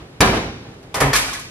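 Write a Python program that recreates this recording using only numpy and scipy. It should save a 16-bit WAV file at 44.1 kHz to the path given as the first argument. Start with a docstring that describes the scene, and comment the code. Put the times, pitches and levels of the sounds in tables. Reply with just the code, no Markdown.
"""A garage, where an old pickup's hood is unlatched a few metres away.
The latch snaps and the sprung sheet-steel hood jumps up, booms and rebounds. Lifted, it knocks and
judders against the safety catch, which then scrapes free, squeaks and jingles. Hands and clothes
rumble on the panel. Hard walls widen and prolong every blow over a quiet room tone."""
import sys
import numpy as np
from scipy import signal
from scipy.fft import rfft, irfft, next_fast_len
from scipy.io import wavfile

SR = 44100
rng = np.random.default_rng(int(sys.argv[2]) if len(sys.argv) > 2 else 0)


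def wav_record(signal):
    """Record a signal, one row per channel, as 16-bit PCM in the file named by sys.argv[1]."""
    frames = np.transpose(np.atleast_2d(signal))
    bounded = np.clip(frames, -1, 1)
    # unit amplitude maps onto the largest positive 16-bit level
    quanta = np.round(bounded * 32767).astype(np.int16)
    wavfile.write(sys.argv[1], SR, quanta)


N = 66150

# The hood's clear panel modes. Each row: pitch in Hz, relative level in dB, t60 in seconds.
PANEL_MODES = [(105.4, 2.5, 0.22), (133.8, -10, 1), (210, -6, 0.82), (232.4, -8.5, 0.75), (265.2, -2.5, 1),
               (336, -7, 0.15), (380.5, -5.5, 0.73), (455, -1.5, 0.47), (484.6, -1.5, 0.25), (561, -6, 0.6),
               (666.6, -4, 0.29), (782.5, -9, 0.68), (811, 5, 0.28)]
# Stereo width. Each row: frequency in Hz, side gain in dB for first reflections, then for diffuse sound.
STEREO_WIDTH = [(60, -45, -40), (130, -28, -22), (250, -22, -13), (500, -14, -7), (1000, -9, -3),
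                (2000, -3, 2.5), (4000, 0, 4.5), (8000, 3, 6), (14000, 3.5, 6)]


def hood_jump():
    """The sprung hood jumps up, rebounds and is nudged by the hands; its sheet steel rings each time."""
    # Each row: start in seconds, relative level in dB, tilt in dB per octave, rise in seconds,
    # ring length factor, relative level of the panel modes in dB.
    blows = [(.2045, -3, -2.5, .003, 0.68, -25.5), (.217, -1, 2, 0.001, 0.91, -29.5),
             (.272, -7.5, -1, 0.0031, 1.07, -31.5), (.33, -10, -0.6, 0.01, 0.9, -34.5),
             (.368, -14.5, 2.7, 0.0033, 0.53, -40), (.445, -29.5, -6.5, 0.0056, 0.97, -45),
             (.648, -39, -1, 0.013, 1.3, -45.5), (.822, -50.5, -8, 0.0068, 0.74, -61)]
    # The panel's dense ring. Each row: frequency in Hz, spectral level in dB, t60 in seconds.
    body = [(25.3, -22, .2), (54.7, 0, .22), (104, 3.5, 0.39), (250, 6, 0.31), (510, 3.5, 0.31),
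            (960, 1, 0.23), (2080, -3.5, 0.14), (4100, -10.5, 0.1), (7900, -23.5, 0.042),
            (14000, -54, 0.09)]
    return strikes(blows, body, PANEL_MODES, chatter_db=1.0)


def hood_knocks():
    """The lifted hood knocks against the safety catch, ringing its hollow front edge."""
    # Each row: start in seconds, relative level in dB, tilt in dB per octave, rise in seconds,
    # ring length factor, relative level of the panel modes in dB.
    knocks = [(.942, -10.5, 0.2, 0.01, 2, -35.5), (1.002, -7.5, 0.8, 0.0023, 1.3, -36.5),
              (1.011, -3, 2.54, 0.0037, 0.95, -33.5), (1.032, -8, -2.7, .008, 0.65, -36)]
    # The edge's dense ring. Each row: frequency in Hz, spectral level in dB, t60 in seconds.
    body = [(25, -14, .2), (55, -6, 0.45), (124, 4, 0.23), (210, -3, 0.23), (340, -9.5, 0.48),
            (440, 5.5, 0.2), (690, 1.5, 0.29), (1170, 3.5, .17), (1450, -3, 0.14), (2000, -4, 0.22),
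            (4030, -23.5, 0.29), (8000, -30.5, 0.15), (14000, -55, 0.089)]
    return strikes(knocks, body, PANEL_MODES, chatter_db=1.1)


def latch_hits():
    """Steel hits steel at the latch: bright snaps that set the safety catch jingling."""
    # Each row: start in seconds, relative level in dB, tilt in dB per octave, rise in seconds,
    # ring length factor, relative level of the catch modes in dB.
    hits = [(.2058, -1.5, -1, 0.00016, 0.73, -38), (.2085, 1.5, -0.6, 0.00084, 0.4, -49),
            (.338, -11.5, -4.4, 0.013, 2.86, -46), (.702, -52, 0, .004, 1.3, -67),
            (.735, -37, -3, 0.0081, 1.2, -68.5), (.828, -40.5, -.5, 0.0022, 0.91, -57),
            (.9415, -14.5, 1, 0.0044, 1.7, -44), (1.0025, -13, 3.5, 0.009, 0.96, -33),
            (1.131, -6, -0.28, 0.0027, 2.3, -22.5), (1.153, -7.5, 1.27, 0.0042, 2.02, -29),
            (1.232, -18.5, -12, 0.0021, 0.79, -54), (1.275, -24, 0, 0.0042, 3.5, -33.5),
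            (1.327, -22.5, 1.2, 0.0072, 2.0, -35), (1.352, -22, -1, .004, 0.98, -42),
            (1.392, -37, 3.5, 0.0039, 1.7, -48)]
    # The latch's dense ring. Each row: frequency in Hz, spectral level in dB, t60 in seconds.
    body = [(25, -43, 0.053), (201, -14.5, 0.04), (650, -1.5, 0.16), (1200, 2.5, 0.066), (2240, 3.5, 0.095),
            (2960, -1.5, 0.099), (5420, 1, 0.058), (7780, -7, 0.1), (12200, -9.5, 0.085),
            (15000, -32, 0.032)]
    # The jingle. Each row: pitch in Hz, relative level in dB, t60 in seconds.
    catch_modes = [(1083, -4, .3), (1118, 0, 0.17), (1253, -2.5, 0.38), (1508, -8, 0.38), (1670, 1, 0.15),
                   (1950, -7.5, 0.43), (1930, -7, .3), (2327, -9, 0.45), (2407, -5.5, 0.33),
                   (3260, -10, 0.15), (3510, -6, 0.11), (5710, -2.5, 0.045)]
    return strikes(hits, body, catch_modes, chatter_db=2.5)


def strikes(events, body, modes, chatter_db):
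    """Each blow swells over its contact time and rings the dense body and the clear modes."""
    out, t = np.zeros(N), np.arange(N) / SR
    for start, db, tilt_db, rise, length, modes_db in events:
        swell = 1 - np.exp(-2 * t / rise)
        ring = dense_ring(body, tilt_db, length)
        chatter = chatter_db * walk(1400, len(ring))  # uneven steel contact
        add(out, start, amp(db + chatter) * ring * swell[:len(ring)])
        detune = 1 + .006 * rng.standard_normal(len(modes))
        clear = sum(mode(hz * d, level, t60) for (hz, level, t60), d in zip(modes, detune))
        add(out, start, amp(modes_db) * clear * swell)
    return out


def dense_ring(table, tilt_db=0, length=1, size=24000):
    """Countless modes as half-octave bands of noise, each dying at its own rate."""
    t, hz = np.arange(size) / SR, np.fft.rfftfreq(size, 1 / SR) + 1
    octave = np.log2(hz / 1000)
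    spectrum = rfft(rng.standard_normal(size)) * amp(over_hz(table, hz) + tilt_db * octave)
    out = np.zeros(size)
    for centre in np.arange(-5.5, 4.6, .5):
        t60 = length * over_hz(table, 1000 * 2 ** centre, column=2)
        band = np.maximum(1 - 2 * abs(octave - centre), 0)
        out += irfft(spectrum * band, size) * decay(t, t60)
    return out


def hood_boom():
    """The whole hood flexes; two deep bending modes beat against each other, so the boom throbs."""
    # Each row: start in seconds, relative level in dB.
    flexes = [(0.2023, -21), (0.32, -32), (1.011, -26), (1.106, -30.5)]
    # Each row: pitch in Hz, relative level in dB, t60 in seconds.
    bending_modes = [(52.5, 2, 0.61), (69, -2.5, 0.59)]
    boom = sum(mode(hz, db, t60) for hz, db, t60 in bending_modes)
    out = np.zeros(N)
    for start, db in flexes:
        add(out, start, amp(db) * boom)
    return out


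def judder():
    """The strained hood shudders on the catch until that lets go."""
    # The shudder's envelope. Each row: time in seconds, relative level in dB.
    envelope = [(.99, -64), (1.02, -23.5), (1.075, -22.5), (1.105, -24.5), (1.135, -40), (1.16, -70)]
    # Its buzz. Each row: harmonic number, relative level in dB.
    partials = [(1, 5), (2, -0.5), (3, -22), (4, -7)]
    phase = wavering_phase(hz=139.6, wobble=.021, rate=59)
    buzz = sum(amp(db) * np.sin(k * phase) for k, db in partials)
    t = np.arange(N) / SR
    pulling = (t > envelope[0][0]) & (t < envelope[-1][0])
    return buzz * curve(envelope) * pulling


def squeaks():
    """Steel slips on steel at the catch and hinges and sings for an instant."""
    # Each row: start in seconds, length in seconds, pitch in Hz, level in dB.
    slips = [(1.128, 0.028, 1124, -18), (1.146, 0.031, 1708, -15.5), (1.282, 0.024, 1467, -29.5),
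             (1.323, 0.016, 1083, -28.5), (1.342, .02, 1962, -33), (1.348, 0.034, 1707, -33),
             (1.385, 0.019, 1073, -32.5)]
    out = np.zeros(N)
    for start, length, hz, db in slips:
        size = int(length * SR)
        phase = wavering_phase(hz, wobble=.02, rate=440)[:size]
        add(out, start, amp(db) * np.sin(phase) * np.hanning(size))
    return out


def garage_echo(x):
    """First reflections off floor and truck, and the walls' long echo, as mid and side."""
    # Each row: frequency in Hz, echo level against the direct sound in dB, t60 in seconds.
    echo = [(45, 6, 0.41), (85, -9, 0.67), (149, -5.5, 1), (395, -5, 0.56), (1010, -2.5, 0.55),
            (2340, -3.5, 0.68), (5040, -6, 0.89), (9100, -4.5, 0.46), (14000, -5.5, 0.45)]
    build_s, early_delay_s, early_t60_s = .0051, .002, .028
    t = np.arange(N) / SR
    build = 1 - np.exp(-t / build_s)
    # Spread each band's energy over the length of its tail.
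    tail = [(hz, db + 10 * np.log10(2 * np.log(1000) / (t60 * SR)), t60) for hz, db, t60 in echo]
    mid, side = (dense_ring(tail, size=N) * build for _ in range(2))
    early = rng.standard_normal(N) * decay(t, early_t60_s) * (t > early_delay_s)
    early /= np.linalg.norm(early)
    side = colour(side, STEREO_WIDTH, column=2) + colour(early, STEREO_WIDTH)
    return np.array([signal.fftconvolve(x, mid)[:N], signal.fftconvolve(x, side)[:N]])


def handling():
    """Hands and clothes rub on the hood and make it rumble."""
    # Each row: time in seconds, relative level in dB.
    rubbing = [(0, -23.5), (.08, -30), (.19, -31), (.5, -34), (.68, -25.5), (.8, -31), (.92, -30),
               (1.2, -22), (1.5, -32.5)]
    # Each row: frequency in Hz, spectral level in dB.
    rumble = [(25, -14), (60, 10), (95, -11), (130, 7), (190, -10), (270, -0.5), (380, -0.5), (600, -6.5),
              (1500, -13), (4000, -22.5), (12000, -47.5)]
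    return curve(rubbing) * diffuse(rumble)


def room_tone():
    """The garage's steady, bass-heavy hush, at unit RMS in the mid."""
    # Each row: frequency in Hz, relative spectral level in dB.
    hush = [(15, -66), (25, -37), (113, -3), (286, -18), (335, -12), (916, -29), (1360, -41), (2860, -38.5),
            (11600, -49.5), (14000, -63)]
    tone = diffuse(hush)
    return tone / tone[0].std()


def diffuse(table):
    """Steady noise arriving from all sides, as mid and side."""
    mid, side = (colour(rng.standard_normal(N), table) for _ in range(2))
    return np.array([mid, colour(side, STEREO_WIDTH, column=2)])


def amp(db):
    """Gain from decibels."""
    return 10 ** (np.asarray(db) / 20)


def decay(t, t60):
    """A fade that loses 60 dB in t60 seconds."""
    return np.exp(-np.log(1000) * t / t60)


def mode(hz, db, t60):
    """One resonance ringing out as a dying sine."""
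    t = np.arange(N) / SR
    return amp(db) * np.sin(2 * np.pi * hz * t) * decay(t, t60)


def walk(rate, size):
    """A random wander with a spread near 1, turning rate times a second."""
    return np.interp(np.arange(size) * rate / SR, np.arange(size), rng.standard_normal(size))


def wavering_phase(hz, wobble, rate):
    """Phase of a tone whose pitch wanders by about the fraction wobble."""
    return 2 * np.pi * np.cumsum(hz * (1 + wobble * walk(rate, N))) / SR


def over_hz(table, hz, column=1):
    """One column of a table, read along log frequency."""
    rows = np.array(table, float)
    return np.interp(np.log(np.maximum(hz, 1)), np.log(rows[:, 0]), rows[:, column])


def colour(x, table, column=1):
    """Equalise by a table of Hz and dB."""
    size = next_fast_len(2 * len(x))
    gain = amp(over_hz(table, np.fft.rfftfreq(size, 1 / SR), column))
    return irfft(rfft(x, size) * gain, size)[:len(x)]


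def curve(points):
    """A gain envelope through points of seconds and dB."""
    return amp(np.interp(np.arange(N) / SR, *np.array(points).T))


def add(track, start_s, x):
    """Mix x into the track at a time."""
    i = int(start_s * SR)
    track[i:i + len(x)] += x[:N - i]


def scene():
    """Hood, latch and catch in the garage, over handling and room tone, as left and right."""
    friction_send_db, tone_db, left_db = -16.5, -43.5, -.5
    metal = amp(1.0) * hood_jump() + amp(.5) * hood_knocks() + amp(-3.5) * latch_hits()
    friction = judder() + squeaks()  # these stir the room less than the blows
    background = amp(tone_db) * room_tone() + handling()
    mid, side = garage_echo(metal + amp(friction_send_db) * friction) + background
    mid = mid + metal + friction + hood_boom()
    return np.array([amp(left_db) * (mid + side), mid - side])


def record(dry):
    """Drop the deepest bass, round the loudest peaks and cut the top."""
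    low_cut_hz, top_hz, ceiling = 37.6, 15500, 1.15
    low_cut = signal.butter(3, low_cut_hz, "high", fs=SR, output="sos")
    top_cut = signal.ellip(12, .2, 90, top_hz, fs=SR, output="sos")
    rounded = ceiling * np.tanh(signal.sosfilt(low_cut, dry) / ceiling)
    return signal.sosfilt(top_cut, rounded)


dry = scene()
out = record(dry)
wav_record(out)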